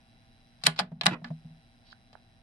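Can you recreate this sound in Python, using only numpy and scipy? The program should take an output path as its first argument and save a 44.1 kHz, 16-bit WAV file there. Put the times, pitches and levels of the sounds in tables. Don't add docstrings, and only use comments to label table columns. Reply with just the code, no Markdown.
import sys
import numpy as np
from scipy import signal
from scipy.fft import rfft, irfft
from scipy.io import wavfile
from scipy.ndimage import uniform_filter1d

SR = 44100
rng = np.random.default_rng(int(sys.argv[2]) if len(sys.argv) > 2 else 0)


def put_to_file(sound):
    columns = np.atleast_2d(sound).T
    safe = np.clip(columns, -1, 1)
    whole_steps = np.round(safe * 32767)
    wavfile.write(sys.argv[1], SR, whole_steps.astype(np.int16))


N = 106854

FILTER_SIZE = 4096
HZ = np.fft.rfftfreq(FILTER_SIZE, 1 / SR)


def amp(db):
    return 10 ** (np.asarray(db) / 20)


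def unit(x):
    return x / np.sqrt(np.mean(x ** 2) + 1e-20)


def read(points, hz=HZ):
    f, value = np.transpose(points)
    return np.interp(np.log(hz + 1), np.log(f + 1), value)


def add(mix, start, sound):
    part = mix[:, max(round(start * SR), 0):][:, :sound.shape[1]]
    part += sound[:, :part.shape[1]]


def fade(t, fade_s):
    return np.exp(-np.log(1000) * t / max(fade_s, 1e-3))


def colour(x, db):
    log_gain = np.log(amp(np.maximum(np.r_[db, db[-2:0:-1]], -100)))
    taps = np.fft.ifft(np.exp(np.conj(signal.hilbert(log_gain)))).real
    return signal.fftconvolve(x, taps[None, :FILTER_SIZE // 2], axes=1)[:, :x.shape[1]]


def stereo_noise(size, likeness):
    left, other = rfft(rng.standard_normal((2, size)))
    alike = np.clip(read(likeness, np.fft.rfftfreq(size, 1 / SR)), -1, 1)
    return irfft([left, alike * left + np.sqrt(1 - alike ** 2) * other], size)


# frequency in Hz, how alike left and right are (1 means the same).
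LIKENESS = [(60, .4), (170, 1), (350, .6), (700, .85), (1300, 0.034), (3000, 0), (12000, 0.15)]

def crack(fade_s, rise_s=0, size=16384):
    t = np.arange(size) / SR
    burst = stereo_noise(size, LIKENESS) * fade(t, fade_s)
    for _ in range(3):
        spectrum = rfft(burst)
        power = abs(uniform_filter1d(abs(spectrum) ** 2, size=300, axis=1))
        burst = irfft(spectrum / np.sqrt(power + 1e-12)) * (t < fade_s)
    burst *= np.minimum(t / max(rise_s, 1 / SR), 1)
    return burst / np.linalg.norm(burst, axis=1, keepdims=True)


# frequency in Hz, relative level in dB.
AIR_TONE = [(12, -30.5), (20, 0.5), (32, -0.5), (55, -5.5), (120, -1), (175, -6.5), (206, -7), (242, -7.5),
            (330, -16), (439, -22), (755, -14.5), (1200, -24), (1450, -18), (3450, -25.5), (5800, -37),
            (6500, -49.5), (11000, -35.5), (13000, -62)]
# frequency in Hz, how alike left and right are.
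AIR_LIKENESS = [(30, 0.62), (120, .8), (700, 1), (2000, 0.28), (9000, .1)]

def room_air(level_db=-62.5):
    spectrum = rfft(stereo_noise(N, AIR_LIKENESS))
    gain = amp(read(AIR_TONE, np.fft.rfftfreq(N, 1 / SR)))
    return amp(level_db) * unit(irfft(spectrum * gain, N))


# pitch in Hz, level in dB.
HUM_TONES = [(30, -70.5), (119.5, -73), (238, -69.5), (660, -77), (780, -76.5)]

def hum(t):
    return sum(np.sqrt(2) * amp(db) * np.sin(2 * np.pi * (hz * t + rng.random()))
               for hz, db in HUM_TONES)


# frequency in Hz, relative level in dB.
BUZZ_TONE = [(800, -22.5), (1500, -9), (2600, -3.5), (3650, -5.5), (3950, 6), (4300, -13.5), (5000, -1.5),
             (5450, -10.5), (5850, -4), (6200, -28.5), (7000, -22), (8300, -14), (11000, -15), (12500, -38)]

def mains_buzz(t, ticks_per_s=119.92, level_db=-69.5, fizz_s=.003, fizz_db=-2):
    period = 1 / ticks_per_s
    offset = t % period - period / 2
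    ticks = signal.fftconvolve(np.sinc(offset * SR)[None], crack(.009), axes=1)[:, :N]
    fizz = rng.standard_normal((2, N)) * np.exp(-(offset % period) / fizz_s)
    return amp(level_db) * unit(colour(unit(ticks) + amp(fizz_db) * unit(fizz), read(BUZZ_TONE)))


# time in seconds, change in the level of buzz and hiss in dB.
BUZZ_DIP = [(0, -0.5), (0.66, -0.5), (0.82, -12), (1.18, -7.5), (1.32, -1), (1.7, -1), (2.42, -2.5)]

def background(hiss_hz=1500, right_lag_samples=11):
    t = np.arange(N) / SR
    air = room_air()
    hiss = signal.sosfiltfilt(signal.butter(2, hiss_hz, "high", fs=SR, output="sos"), air)
    dip = amp(np.interp(t, *np.transpose(BUZZ_DIP)))
    left, right = air - hiss + hum(t) + dip * (mains_buzz(t) + hiss)
    return np.array([left, np.roll(right, right_lag_samples)])


# frequency in Hz, pan in dB (how much louder left is than right).
BALANCE = [(200, -1), (600, -3.5), (1000, -3.5), (1700, -11), (2600, 0), (4150, -5.5), (5500, 5), (9000, 0)]

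def place(x, pan_db):
    side = (read(BALANCE) + pan_db) / 2
    even = 10 * np.log10(np.cosh(side * np.log(10) / 10))
    return np.vstack([colour(x[:1], side - even), colour(x[1:], -side - even)])


# frequency in Hz, boost or cut in dB.
PLASTIC_TONE = [(40, -21.5), (120, -13.5), (300, -12.5), (500, -8), (700, -2), (5000, 2.5), (5750, -0.5),
                (6300, -9.5), (7300, 0), (11200, -7.5), (12000, -18), (12800, -34)]
SCRAPE_BANDS_HZ = [300, 700, 2500, 4500, 9000]
# start in seconds, length in seconds, then a level in dB for each band.
SCRAPES = [(0.613, .024, -97, -49, -54, -56, -72.5), (0.648, .017, -37, -34.5, -29, -31.5, -38.5),
           (0.774, 0.026, -40, -37, -35, -34, -55), (1.0065, 0.005, -48, -41.5, -39, -47, -55),
           (1.0547, 0.019, -33, -40, -39, -28, -23.5), (1.241, 0.0062, -55.5, -50, -50, -50.5, -61),
           (1.105, 0.044, -8, -22.5, -28.5, -44, -59), (1.138, 0.035, -33.5, -24.5, -43.5, -69, -97),
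           (1.252, 0.043, -38.5, -41, -50.5, -55.5, -76), (1.850, 0.066, -65.5, -63.5, -62.5, -52.5, -87),
           (1.899, 0.04, -54.5, -60, -55, -46.5, -78.5)]

def scrape(length, *bands_db, slips_per_s=1100, low_cut_hz=170):
    t = np.arange(SR // 4) / SR
    slips = (rng.random(len(t)) < slips_per_s / SR) * rng.choice([-1, 1], len(t))
    grains = unit(signal.fftconvolve(slips[None], crack(0.012), axes=1)[:, :len(t)])
    grains = signal.sosfilt(signal.butter(2, low_cut_hz, "high", fs=SR, output="sos"), grains)
    swell = np.sqrt(abs(np.sin(np.pi * np.minimum(t / length, 1))))
    tone_db = read(list(zip(SCRAPE_BANDS_HZ, bands_db))) + read(PLASTIC_TONE)
    return place(colour(grains * swell, tone_db), pan_db=0)


# frequency in Hz, level in dB, fade time in seconds.
ECHO_BANDS = [(150, -10.5, .2), (400, -2.5, .2), (801.5, -12.5, .15), (2000, -11, .16), (3300, -14.5, 0.15),
              (5030, -20, .13), (10500, -18, .13), (12200, -30, .06)]

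def echo(sound, rise_s=0.012):
    hz, t, bands = signal.stft(stereo_noise(SR // 2, LIKENESS), SR, nperseg=256)
    db, fade_s = (read(np.array(ECHO_BANDS)[:, [0, k]], hz)[:, None] for k in (1, 2))
    bands = bands * amp(db - 60 * t / fade_s) * np.sqrt(2 * np.log(1000) / (fade_s * SR))
    tail = signal.istft(bands, SR, nperseg=256)[1]
    tail *= np.minimum(np.arange(tail.shape[1]) / SR / rise_s, 1)
    return signal.fftconvolve(sound, tail, axes=1)


# pitch in Hz, level in dB, fade time in seconds.
CASE_TONES = [(402, -26, .14), (635, -24, .1), (708, -19, .09), (832, -19, .08), (1017, -24, .09),
              (1160, -21, .08), (1288, -22, .07), (1459, -20, .065), (1705, -20, .06), (2013, -25, .06),
              (2506, -26, .04), (3210, -26, .07), (3836, -22, .03), (4100, -21, .035), (4950, -26, .03)]
CLICK_BANDS_HZ = [750, 1500, 2900, 4500, 9000]
# start in seconds, a level in dB for each band, fade time in seconds, pan in dB,
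# pitch of the struck part in Hz.
CLICKS = [ (0.6371, -6.5, -7, -7, 1, -8.5, 0.026, 6, 4600),
          (0.663, -4.5, 8.5, 8.5, 8.5, -4, 0.042, 1.5, 3150),
          (0.6669, 12.5, 13, 13, 18.5, 14.5, 0.0066, 9, 4260),
          (0.6689, 10.5, 12, 17.5, 5, 9.5, 0.011, -9, 4230),
          (0.7616, -12.5, -19, -16, -18.5, -36, 0.057, 4, 4500),
          (0.7902, 8.5, 7.5, 6, 8, -11.5, 0.029, 5.5, 4990),
          (0.795, 8.5, 10.5, 1, -20, -5.5, 0.037, 3, 770),
          (0.8010, 8, -5.5, -1, -4.5, -21, 0.055, -2, 1704), (1.0112, -7.5, -3, 6, 2, -23, .016, 5.5, 4100),
          (1.0140, 0.5, -6, -1, -12.5, -34, .022, -1.5, 900),
          (1.0342, -2, -4.5, -2.5, -14, -19.5, 0.049, -2, 3830),
          (1.0588, 16.5, 13, 7.5, 3, -6, 0.03, 4.5, 779), (1.0651, 11.5, 17, 16, 12.5, 5, 0.015, 5, 3900),
          (1.082, 7.5, 1, -3.5, -22, -30.5, .014, -8, 1650),
          (1.2439, -4.5, -1.5, -13, -12.5, -45, 0.028, 3, 1750),
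          (2.1295, -17.5, -28, -28.5, -25.5, -45, 0.037, 3.5, 3313)]

def click(low_db, mid_db, high_db, sharp_db, top_db, fade_s, pan_db, part_hz):
    hit = crack(fade_s, rise_s=0.00029)
    t = np.arange(hit.shape[1]) / SR
    phases = rng.uniform(0, 2 * np.pi, (len(CASE_TONES), 2))
    for (hz, db, ring_s), (both, apart) in zip(CASE_TONES, phases):
        apart = (apart - np.pi) * (1 - read(LIKENESS, hz))
        ring = np.sin(2 * np.pi * hz * t + np.array([[both], [both + apart]])) * fade(t, ring_s)
        hit += amp(db) * ring / np.linalg.norm(ring[0])
    bands = list(zip(CLICK_BANDS_HZ, [low_db, mid_db, high_db, sharp_db, top_db]))
    part_db = 5.5 / (1 + ((HZ / part_hz - 1) / 0.045) ** 2)
    return place(colour(hit, read(bands) + read(PLASTIC_TONE) + part_db), pan_db)


# pitch in Hz, level in dB, fade time in seconds.
HOLLOW_TONES = [(238.8, -16.5, 0.29), (158.6, -15.5, 0.4)]
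# frequency in Hz, boost or cut of the knock in dB.
KNOCK_TONE = [(50, -20), (110, -12), (220, 3), (400, -4.5), (680, 7), (1200, -13.5), (3000, -23.5),
              (8000, -44.5)]
# start in seconds, boom level in dB, pitch in Hz, fade time in seconds, knock level in dB.
THUMPS = [(0.641, -30, 164.4, 0.073, -16), (0.673, -23.5, 159.4, 0.13, 3), (0.804, -27, 184.2, 0.17, -22),
          (0.917, -29.5, 166.8, 0.13, -10.5), (0.956, -36.5, 183.8, 0.096, -29),
          (1.034, -32, 170, 0.13, -25), (1.066, -17, 178.4, 0.15, -10), (1.119, -19.5, 147, 0.063, -16),
          (1.215, -37.5, 171, 0.3, -15), (1.245, -39, 236, 0.21, -31.5), (1.303, -25.5, 157.6, 0.16, -5.5),
          (1.447, -32, 157.8, 0.082, -25.5), (1.504, -46, 161.2, 0.26, -34)]

def thump(boom_db, hz, fade_s, knock_db, rise_s=0.013):
    t = np.arange(SR // 2) / SR
    boom = np.sin(2 * np.pi * hz * t) * fade(t, fade_s)
    boom += sum(amp(db) * np.sin(2 * np.pi * f * t) * fade(t, ring_s) for f, db, ring_s in HOLLOW_TONES)
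    sound = np.tile(amp(boom_db) * boom * np.minimum(t / rise_s, 1), (2, 1))
    knock = colour(crack(0.059, rise_s=0.0013), read(KNOCK_TONE) + knock_db)
    add(sound, 0, knock)
    return sound


def latch_shove(level_db=-32.5, hz=70, fade_s=0.02):
    t = np.arange(SR // 5) / SR
    return np.tile(amp(level_db) * np.sin(2 * np.pi * hz * t) * fade(t, fade_s), (2, 1))


# start in seconds, low tone's level in dB, high tone's level in dB, pan in dB.
FINGER_TAPS = [(1.9280, -55.5, -44.5, -18), (2.1532, -42, -46, -12.5)]

def finger_tap(low_db, high_db, pan_db, low_hz=765, high_hz=1525, peak_s=0.00082):
    t = np.arange(SR // 20) / SR
    swell = (t / peak_s) * np.exp(1 - t / peak_s)
    low = amp(low_db) * np.sin(2 * np.pi * low_hz * t)
    high = amp(high_db) * np.cos(2 * np.pi * high_hz * t)
    return amp([[pan_db / 2], [-pan_db / 2]]) * swell * (low + high)


def scene():
    mix = background()
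    sources = [(click, CLICKS), (scrape, SCRAPES), (finger_tap, FINGER_TAPS)]
    sounds = [(start, play(*row)) for play, table in sources for start, *row in table]
    for start, sound in sounds:
        add(mix, start, sound)
        add(mix, start, echo(sound))
    for start, *row in THUMPS:
        add(mix, start, thump(*row))
    add(mix, start=.668, sound=latch_shove())
    return mix


def record(dry, ceiling=.85, top_hz=12900):
    rounded = dry / (1 + (dry / ceiling) ** 4) ** .25
    treble_cut = signal.firwin(201, top_hz, window=("kaiser", 9), fs=SR)
    return signal.oaconvolve(rounded, treble_cut[None], "same")


dry = scene()
out = record(dry)
put_to_file(out)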